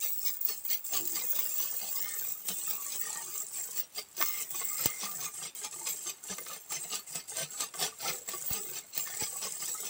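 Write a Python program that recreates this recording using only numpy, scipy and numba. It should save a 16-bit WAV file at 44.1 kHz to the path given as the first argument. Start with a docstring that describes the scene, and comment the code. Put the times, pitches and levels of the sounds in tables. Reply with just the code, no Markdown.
"""A plastic bottle of coins, close to a small microphone, shaken four to five times a second over a table.
It pours onto a heap of coins: each collision is a noisy rattle of contact and briefly ringing coin modes.
The load raps the bottle too, and its wall and air hum in modes of their own.
Behind it: knocks of the table under the microphone, the short dull tails of a small room, and room tone."""
import sys
import numpy as np
from scipy import signal
from scipy.io import wavfile
from numba import njit

SR = 44100
rng = np.random.default_rng(int(sys.argv[2]) if len(sys.argv) > 2 else 0)


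def put_to_file(sound):
    """Save the sound as 16-bit audio at rate SR, in the file named by the first command-line argument."""
    columns = np.atleast_2d(sound).T  # one column per channel
    safe = np.clip(columns, -1, 1)
    whole_steps = np.round(safe * 32767)
    wavfile.write(sys.argv[1], SR, whole_steps.astype(np.int16))


N = 436149  # length in samples


def amp(db):
    """Amplitude of a level in dB."""
    return 10 ** (np.asarray(db) / 20)


def evened(x):
    """Scales to rms 1."""
    return x / np.sqrt(np.mean(x ** 2) + 1e-20)


def curves(rows, s):
    """Reads every column of a table at times s."""
    at, *columns = np.transpose(rows)
    return [np.interp(s, at, column) for column in columns]


def coloured(x, points):
    """Causal minimum-phase filter with the given spectrum, its taps scaled to unit energy."""
    hz, db = np.transpose(points)
    f = np.abs(np.fft.fftfreq(4096, 1 / SR))
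    log_gain = np.interp(np.log(f + 1), np.log(hz), db) * np.log(10) / 20
    spectrum = np.exp(np.conj(signal.hilbert(log_gain)))
    taps = np.fft.ifft(spectrum).real[:2048]
    return signal.oaconvolve(x, taps / np.linalg.norm(taps))[:N]


@njit
def rings(start, turn, fade, size, length, rise, total):
    """Sums dying sines, each swelling in from its own start."""
    out = np.zeros(total)
    for k in range(len(start)):
        z, step, missing = size[k] + 0j, fade[k] * np.exp(1j * turn[k]), 1.
        for n in range(start[k], min(start[k] + length[k], total)):
            out[n] += z.imag * (1 - missing)
            z *= step
            missing *= rise
    return out


def struck(s, size, modes, uneven_db, drift_db, rise_s):
    """Every blow rings all modes, detuned and weighted by piece and place; rms 1 per unit blow a second."""
    hz, spread, db, t60 = np.transpose(modes)
    detune, place, touch = rng.standard_normal((len(s), len(hz), 3)).transpose(2, 0, 1)
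    # the load shifts about ten times a second
    knots = rng.standard_normal((len(hz), 2, 100))
    drift, lean = (np.transpose([np.interp(s * 10, np.arange(100), k[j]) for k in knots]) for j in range(2))
    ring_s = t60 * np.exp(0.27 * touch)  # neighbours damp each ring by chance
    weight = amp(db + uneven_db * np.clip(place, -2, 2) + drift_db * drift)
    weight /= np.sqrt(np.mean(np.sum(weight ** 2 * ring_s, 1)) / (4 * np.log(1000)))
    start = np.repeat((s * SR).astype(int), len(hz))
    pitch_hz = np.clip(hz + spread * (0.6 * detune + 0.8 * lean), 50, SR / 2.1)
    turn = 2 * np.pi * pitch_hz.ravel() / SR
    fade = 1000 ** (-1 / (ring_s.ravel() * SR))
    length = (ring_s.ravel() * SR / 2).astype(np.int64)  # each ring is cut 30 dB down
    blow = (weight * size[:, None]).ravel()
    return rings(start, turn, fade, blow, length, np.exp(-1 / (rise_s * SR)), N)


def rattle(s, size, points, chatter_s):
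    """Bare contacts chatter for a few milliseconds: noise bursts through a spectrum; rms 1 per unit blow a second."""
    power = np.zeros(N)
    np.add.at(power, (s * SR).astype(int), size ** 2 * SR)
    for time_s in (chatter_s, chatter_s / 4):  # slow decay, then a quicker smoothing of the onset
        keep = np.exp(-1 / (time_s * SR))
        power = signal.lfilter([1 - keep], [1, -keep], power)
    return coloured(np.sqrt(power) * rng.standard_normal(N), points)


def collisions(level_db, count, spread_db):
    """Random times, crowded where the load moves hardest, and sizes, mostly small, that add up to the level."""
    when, size = rng.random((count, 2)).T
    crowd = amp(level_db / 2)
    crowd /= crowd.mean()
    share = (np.arange(count) + when) / count
    at = np.searchsorted(np.cumsum(crowd) / N, share).clip(0, N - 1)
    size = evened(amp(-spread_db * np.log(size + 0.036)))
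    return at / SR, size * amp(level_db[at]) * np.sqrt(N / SR / count / crowd[at])


# Spectrum of the quiet room: f/Hz, level/dB (relative)
ROOM_TONE_SPECTRUM = [(30, -1.5), (1000, -2), (15000, -12)]
ROOM_TONE_DB = -62


def room_tone():
    """Steady noise through the spectrum of the quiet room."""
    return amp(ROOM_TONE_DB) * coloured(rng.standard_normal(N), ROOM_TONE_SPECTRUM)


ROOM_T60, ROOM_DB = 0.069, -10  # decay in s, level of the tails against the near sound


def room(x):
    """A small room: three short dull noise tails mixed in turning shares, so that no one colour stands out."""
    t, turn = np.arange(SR // 4) / SR, 2 * np.pi * 3.1 * np.arange(N) / SR
    dull = signal.lfilter([.6], [1, -.4], rng.standard_normal((3, len(t))))
    tails = dull * amp(-60 * t / ROOM_T60) * (t > .004)
    shares = np.sqrt(2 / 3) * np.cos(turn + np.arange(3)[:, None] * np.pi / 3)
    return signal.oaconvolve(x * shares, tails / np.linalg.norm(tails[0]), axes=1).sum(0)[:N]


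# Knocks carried by the table: t/s, level/dB (scale of the swing), length of the first dip/s
TABLE_THUMPS = [(4.859, -21.5, 0.0012), (8.51, -33, 0.0045), (9.223, -30, 0.0015)]
TABLE_HZ = 100


def thumps():
    """A first dip, then a heavily damped swing of the table top under the microphone."""
    out, t = np.zeros(N), np.arange(3000) / SR
    for s, db, dip_s in TABLE_THUMPS:
        dip = -1.3 * np.sin(np.pi * t / dip_s) * (t < dip_s)
        after = np.maximum(t - dip_s, 0)
        swing = np.sin(2 * np.pi * TABLE_HZ * after) * np.exp(-after / 0.0022)
        part = out[round(s * SR):][:len(t)]
        part += amp(db) * (dip + swing)
    return out


# Tilt and grip: t/s, level/dB of sliding clatter, level/dB of small coins against it,
# level/dB of bottle tap and ring of wall and air against the rap
GRIP_CURVES = [(0.0, -44, 7.5, -10.5), (0.7, -45, 8, -9.5), (1.16, -40, 8.5, -5), (1.75, -38.5, 2, -7.5),
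               (2.33, -42, 4.5, -5), (2.91, -39.5, -2.5, -8.5), (3.49, -41, -3, -7.5), (4.2, -45, 0, -2.5),
               (4.23, -42, 7, -16.5), (4.65, -42, 3.5, -1), (5.82, -41, -11, -6), (6.4, -45, -3, -2),
               (6.98, -43, -5, -4.5), (7.56, -42, -12, -3.5), (8.14, -42, -3, 0.5), (8.73, -44, 1, -3.5),
               (9.31, -41, -5, -3.5), (9.89, -38, -4, -6)]
# Strokes that throw the load against the plastic: t/s (start), length/s, level/dB of the rap
LOAD_STROKES = [(0.027, 0.033, -42.5), (0.262, 0.017, -41), (0.481, 0.029, -41.0), (0.704, 0.032, -41.5),
                (0.938, 0.038, -38.0), (1.155, 0.029, -44.5), (1.36, 0.06, -46.0), (1.576, 0.075, -46.5),
                (1.815, 0.06, -48.5), (1.973, 0.33, -54.0), (2.487, 0.016, -42.5), (2.695, 0.02, -46.0),
                (2.922, 0.025, -44.0), (3.037, 0.16, -51), (3.324, 0.063, -52.5), (3.556, 0.031, -49.5),
                (3.771, 0.02, -42), (3.96, 0.035, -46.0), (4.185, 0.03, -44), (4.238, 0.19, -45),
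                (4.549, 0.073, -48.5), (4.785, 0.09, -44.5), (5.022, 0.031, -42), (5.221, 0.037, -45.5),
                (5.434, 0.025, -43.0), (5.638, 0.018, -47.0), (5.87, 0.017, -41.0), (6.066, 0.033, -44.0),
                (6.297, 0.031, -44.5), (6.482, 0.067, -47.5), (6.723, 0.04, -44.0), (6.927, 0.03, -39.5),
                (7.146, 0.048, -48.0), (7.367, 0.054, -40.0), (7.601, 0.031, -38.5), (7.813, 0.032, -35.5),
                (8.008, 0.025, -46), (8.05, 0.045, -39.5), (8.287, 0.044, -49.5), (8.509, 0.06, -43.0),
                (8.747, 0.034, -45.5), (8.961, 0.03, -44.5), (9.061, 0.1, -52.0), (9.209, 0.022, -40.0),
                (9.433, 0.031, -41.5), (9.602, 0.09, -48.5), (9.847, 0.04, -46.0)]
# Moments when the coins stop sliding: t/s (start), t/s (end), level/dB (depth)
SLIDING_LULLS = [(0.354, 0.402, 12), (0.561, 0.642, 8), (0.74, 0.834, 13), (2.327, 2.44, 5),
                 (3.418, 3.52, 7), (3.788, 3.941, 17), (3.992, 4.157, 14), (4.42, 4.497, 8),
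                 (5.26, 5.33, 8.5), (5.454, 5.545, 25.5), (5.661, 5.704, 13), (6.091, 6.221, 12),
                 (6.547, 6.689, 9.5), (6.972, 7.063, 11), (7.169, 7.271, 15), (7.418, 7.498, 8.5),
                 (7.63, 7.73, 15), (7.881, 8, 8), (8.169, 8.269, 10), (8.77, 8.941, 12.5)]
SWELL_DB_PER_S, SETTLE_DB_PER_S = 519.5, 420.5  # the load arrives, then comes to rest
STROKE_CLATTER_DB = 0.99  # coin on coin against the rap in a stroke
SLIDE_RAP_DB = -14.5  # rap of sliding coins against their clatter
HUSH_S, RESUME_S = .04, .008  # a lull deepens gradually and ends abruptly


def motion():
    """Levels of rap and clatter in dB: strokes over coins that slide except in the lulls."""
    t = np.arange(0, N / SR, .002)
    start, length, db = np.transpose(LOAD_STROKES)[..., None]
    swell_db = SWELL_DB_PER_S * np.maximum(start - t, 0)
    settle_db = SETTLE_DB_PER_S * np.maximum(t - start - length, 0)
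    strokes = np.sum(amp(db - swell_db - settle_db) ** 2, 0)
    start, end, depth_db = np.transpose(SLIDING_LULLS)[..., None]
    still = np.clip(np.minimum((t - start) / HUSH_S, (end - t) / RESUME_S + 1), 0, 1)
    slides = amp(curves(GRIP_CURVES, t)[0] - np.sum(depth_db * still, 0)) ** 2
    rap = strokes + amp(SLIDE_RAP_DB) ** 2 * slides
    clatter = amp(STROKE_CLATTER_DB) ** 2 * strokes + slides
    return [np.interp(np.arange(N) / SR, t, 10 * np.log10(power)) for power in (rap, clatter)]


# Single coins that strike the bottle wall: t/s, level/dB (before the mix gains)
WALL_KNOCKS = [(4.2126, -19.5), (4.2237, -22.5), (6.325, -35), (6.383, -31.5), (6.464, -35), (7.739, -34.5),
               (9.073, -34), (9.138, -33)]


def knocks():
    """A coin on the wall: a dull tap, and every mode of the wall at once, close to its usual pitch."""
    s, db = np.transpose(WALL_KNOCKS)
    steady_modes = np.multiply(WALL_MODES, [1, .3, 1, 1])  # narrower pitch spread
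    wall = struck(s, amp(db), steady_modes, uneven_db=1.5, drift_db=0, rise_s=0.0004)
    tap = rattle(s, amp(db), PLASTIC_SPECTRUM, chatter_s=0.0012)
    return amp(-30.5) * wall + amp(-35.5) * tap


# Runs of coins that keep one note of the bottle sounding: t/s (start), length/s, f/Hz, level/dB
NOTE_RUNS = [(0.927, 0.02, 743, -46.5), (0.995, 0.16, 351, -51.5), (1.819, 0.093, 757, -55.5),
             (2.004, 0.17, 1820, -54.5), (2.017, 0.15, 2120, -52.5), (2.49, 0.046, 191, -53),
             (2.73, 0.17, 1137, -56), (3.011, 0.18, 1866, -52), (3.088, 0.15, 895, -53.5),
             (3.2, 0.22, 1176, -58), (4.25, 0.16, 1196, -53.5), (4.235, 0.18, 2117, -49.5),
             (4.598, 0.34, 2116, -54), (4.703, 0.2, 1210, -55.5), (4.853, 0.22, 2090, -51),
             (5.027, 0.11, 1207, -50.5), (5.223, 0.084, 1190, -50), (5.641, 0.033, 857, -50),
             (5.805, 0.044, 886, -53.5), (6.3, 0.029, 178, -50), (6.385, 0.04, 495, -54),
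             (7.152, 0.011, 695, -49), (7.364, 0.068, 680, -48), (7.791, 0.074, 775, -48.5),
             (8.029, 0.053, 813, -44), (8.123, 0.097, 500, -53.5), (8.6, 0.14, 410, -55.5),
             (9.049, 0.15, 1814, -52.5)]
RUN_HITS_PER_S, RUN_T60, RUN_FADE_DB = 300, .07, -4  # mean rate, ring in s, fade over a run


def runs():
    """A quick patter of small blows rings a single mode and weakens as the coins run out."""
    out, t = np.zeros(N), np.arange(SR // 2) / SR
    shape = (len(NOTE_RUNS), len(t))
    hits, sizes = rng.random(shape), rng.standard_normal(shape)
    r = 1000 ** (-1 / (RUN_T60 * SR))
    for (s, length, hz, db), hit, size in zip(NOTE_RUNS, hits, sizes):
        patter = (hit < RUN_HITS_PER_S / SR) * size * (t < length) * amp(RUN_FADE_DB * t / length)
        patter[0] = 1
        note = signal.lfilter([1], [1, -2 * r * np.cos(2 * np.pi * hz / SR), r * r], patter)
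        out[round(s * SR):][:len(t)] += amp(db) * evened(note) * np.sqrt(length / t[-1])
    return out


# Loud single collisions: t/s, level/dB of large coins, level/dB of small coins (before the mix gains)
COIN_CLINKS = [(0.45, -45, -14), (0.651, -47.5, -23), (0.966, -28.5, -31), (1.074, -38, -23),
               (2.485, -27.5, -37), (3.673, -48, -42), (4.2253, -30.5, -18), (4.504, -43, -23),
               (4.8578, -23, -14), (5.55, -46, -32), (5.6451, -32, -40), (5.871, -30.5, -53),
               (6.72, -32, -32), (7.155, -30.5, -44), (7.6053, -31, -42), (8.287, -32, -42),
               (8.977, -33, -20)]


def clinks():
    """The loudest collisions ring the coins; the large coins' blow rings and taps the plastic too."""
    s, large_db, small_db = np.transpose(COIN_CLINKS)
    large, small = amp(large_db), amp(small_db)
    metal = amp(-28) * struck(s, large, LARGE_COIN_MODES, uneven_db=3, drift_db=0, rise_s=0.0003)
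    metal += amp(-28.5) * struck(s, small, SMALL_COIN_MODES, uneven_db=3, drift_db=0, rise_s=0.0003)
    metal += amp(-27) * rattle(s, large, METAL_SPECTRUM, chatter_s=0.003)
    bottle_modes = RAP_MODES + WALL_MODES + HOLLOW_MODES
    plastic = amp(-34.5) * struck(s, large, bottle_modes, uneven_db=4.5, drift_db=-5.5, rise_s=0.00036)
    plastic += amp(-31) * rattle(s, large, PLASTIC_SPECTRUM, chatter_s=0.003)
    return metal + plastic


# Modes of the bottle: f/Hz, spread between blows f/Hz, level/dB (relative), typical t60 t/s
RAP_MODES = [(2569, 283, -7, 0.068), (3245, 378, -4, 0.048), (3968, 334, -3.5, 0.055),
             (4910, 400, -0.3, 0.049), (6110, 303, 4.5, 0.039)]  # plastic rapped from inside
WALL_MODES = [(1190, 60, 7.15, 0.04), (1520, 48.5, -2, 0.046), (1815, 45, 1.5, 0.045),
              (2100, 40, 4.5, 0.04)]  # wall
HOLLOW_MODES = [(174, 23, -5.5, 0.086), (450.6, 66, 1.5, 0.062), (719.5, 97, 5.5, 0.035),
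                (861, 78, 6, 0.024)]  # enclosed air
# Contact on plastic: f/Hz, level/dB (relative)
PLASTIC_SPECTRUM = [(60, -69), (250, -12.5), (1500, -18), (3000, -11), (6000, -9), (9000, -82.5)]


def bottle():
    """Coins rap the plastic from inside; fewer, heavier blows ring wall and air as freely as the hands let them."""
    rap_db, clatter_db = motion()
    s, size = collisions(rap_db, count=2600, spread_db=4.5)
    rap = amp(2.5) * struck(s, size, RAP_MODES, uneven_db=4.5, drift_db=2.5, rise_s=0.00095)
    tap_size = size * amp(curves(GRIP_CURVES, s)[2] - 1)
    rap += rattle(s, tap_size, PLASTIC_SPECTRUM, chatter_s=0.0015)
    # coins sliding between strokes keep the wall and the air sounding
    hum_db = rap_db + .4 * (clatter_db - rap_db)
    s, size = collisions(hum_db, count=2000, spread_db=6.0)
    size = size * amp(curves(GRIP_CURVES, s)[2])
    wall = struck(s, size, WALL_MODES, uneven_db=7.5, drift_db=-1.0, rise_s=0.0031)
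    hollow = struck(s, size, HOLLOW_MODES, uneven_db=3.0, drift_db=1.0, rise_s=0.0033)
    return rap + amp(-1.0) * wall + amp(-2.5) * hollow


# Modes of the coins by size: f/Hz, spread between blows f/Hz, level/dB (relative), typical t60 t/s
LARGE_COIN_MODES = [(7540, 91, 4, 0.025), (8004, 178, -4, 0.07), (8350, 700, 4, 0.018),
                    (11030, 2300, -7.5, 0.024)]
MIDDLE_COIN_MODES = [(13530, 150, 0, .06), (14030, 120, -1, .06)]
SMALL_COIN_MODES = [(15550, 380, 15, 0.023), (15000, 180, 3.2, 0.024), (15400, 220, 10.4, 0.049),
                    (14700, 250, 2, 0.024)]
# Contact of metal on metal: f/Hz, level/dB (relative)
METAL_SPECTRUM = [(1500, -57), (4000, -20.5), (7500, 6), (10000, -4.5), (12500, -10), (15000, -32)]


def coins():
    """Coin on coin: fine contacts rattle; fewer, harder ones ring coins of three sizes, the smallest highest."""
    clatter_db = motion()[1]
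    s, size = collisions(clatter_db, count=6000, spread_db=14.0)
    fine = rattle(s, size, METAL_SPECTRUM, chatter_s=0.0016)
    s, size = collisions(clatter_db, count=3000, spread_db=2.5)
    large = amp(1.0) * struck(s, size, LARGE_COIN_MODES, uneven_db=6.5, drift_db=5.0, rise_s=0.0022)
    small_size = size * amp(curves(GRIP_CURVES, s)[1])
    small = amp(2.0) * struck(s, small_size, SMALL_COIN_MODES, uneven_db=5.0, drift_db=6.5, rise_s=0.00053)
    middle = amp(-12.0) * struck(s, size, MIDDLE_COIN_MODES, uneven_db=10.0, drift_db=6.0, rise_s=0.0017)
    hard = rattle(s, size, METAL_SPECTRUM, chatter_s=0.0023)
    return large + middle + small + amp(-7.5) * (fine + hard)


def scene():
    """Coins and bottle close by, the room behind them, table knocks and room tone added dry."""
    near = coins() + bottle() + runs() + clinks() + knocks()
    return (near + amp(ROOM_DB) * room(near) + thumps() + room_tone())[None]


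EDGE_HZ = 15800  # upper band limit


def record(dry):
    """The small microphone loses the deepest bass; then the band limit."""
    thin = signal.lfilter(*signal.butter(2, 60, "high", fs=SR), dry)
    lowpass = signal.firwin(1023, EDGE_HZ, window=("kaiser", 9), fs=SR)
    return signal.oaconvolve(thin, lowpass[None], "same")


dry = scene()
out = record(dry)
put_to_file(out)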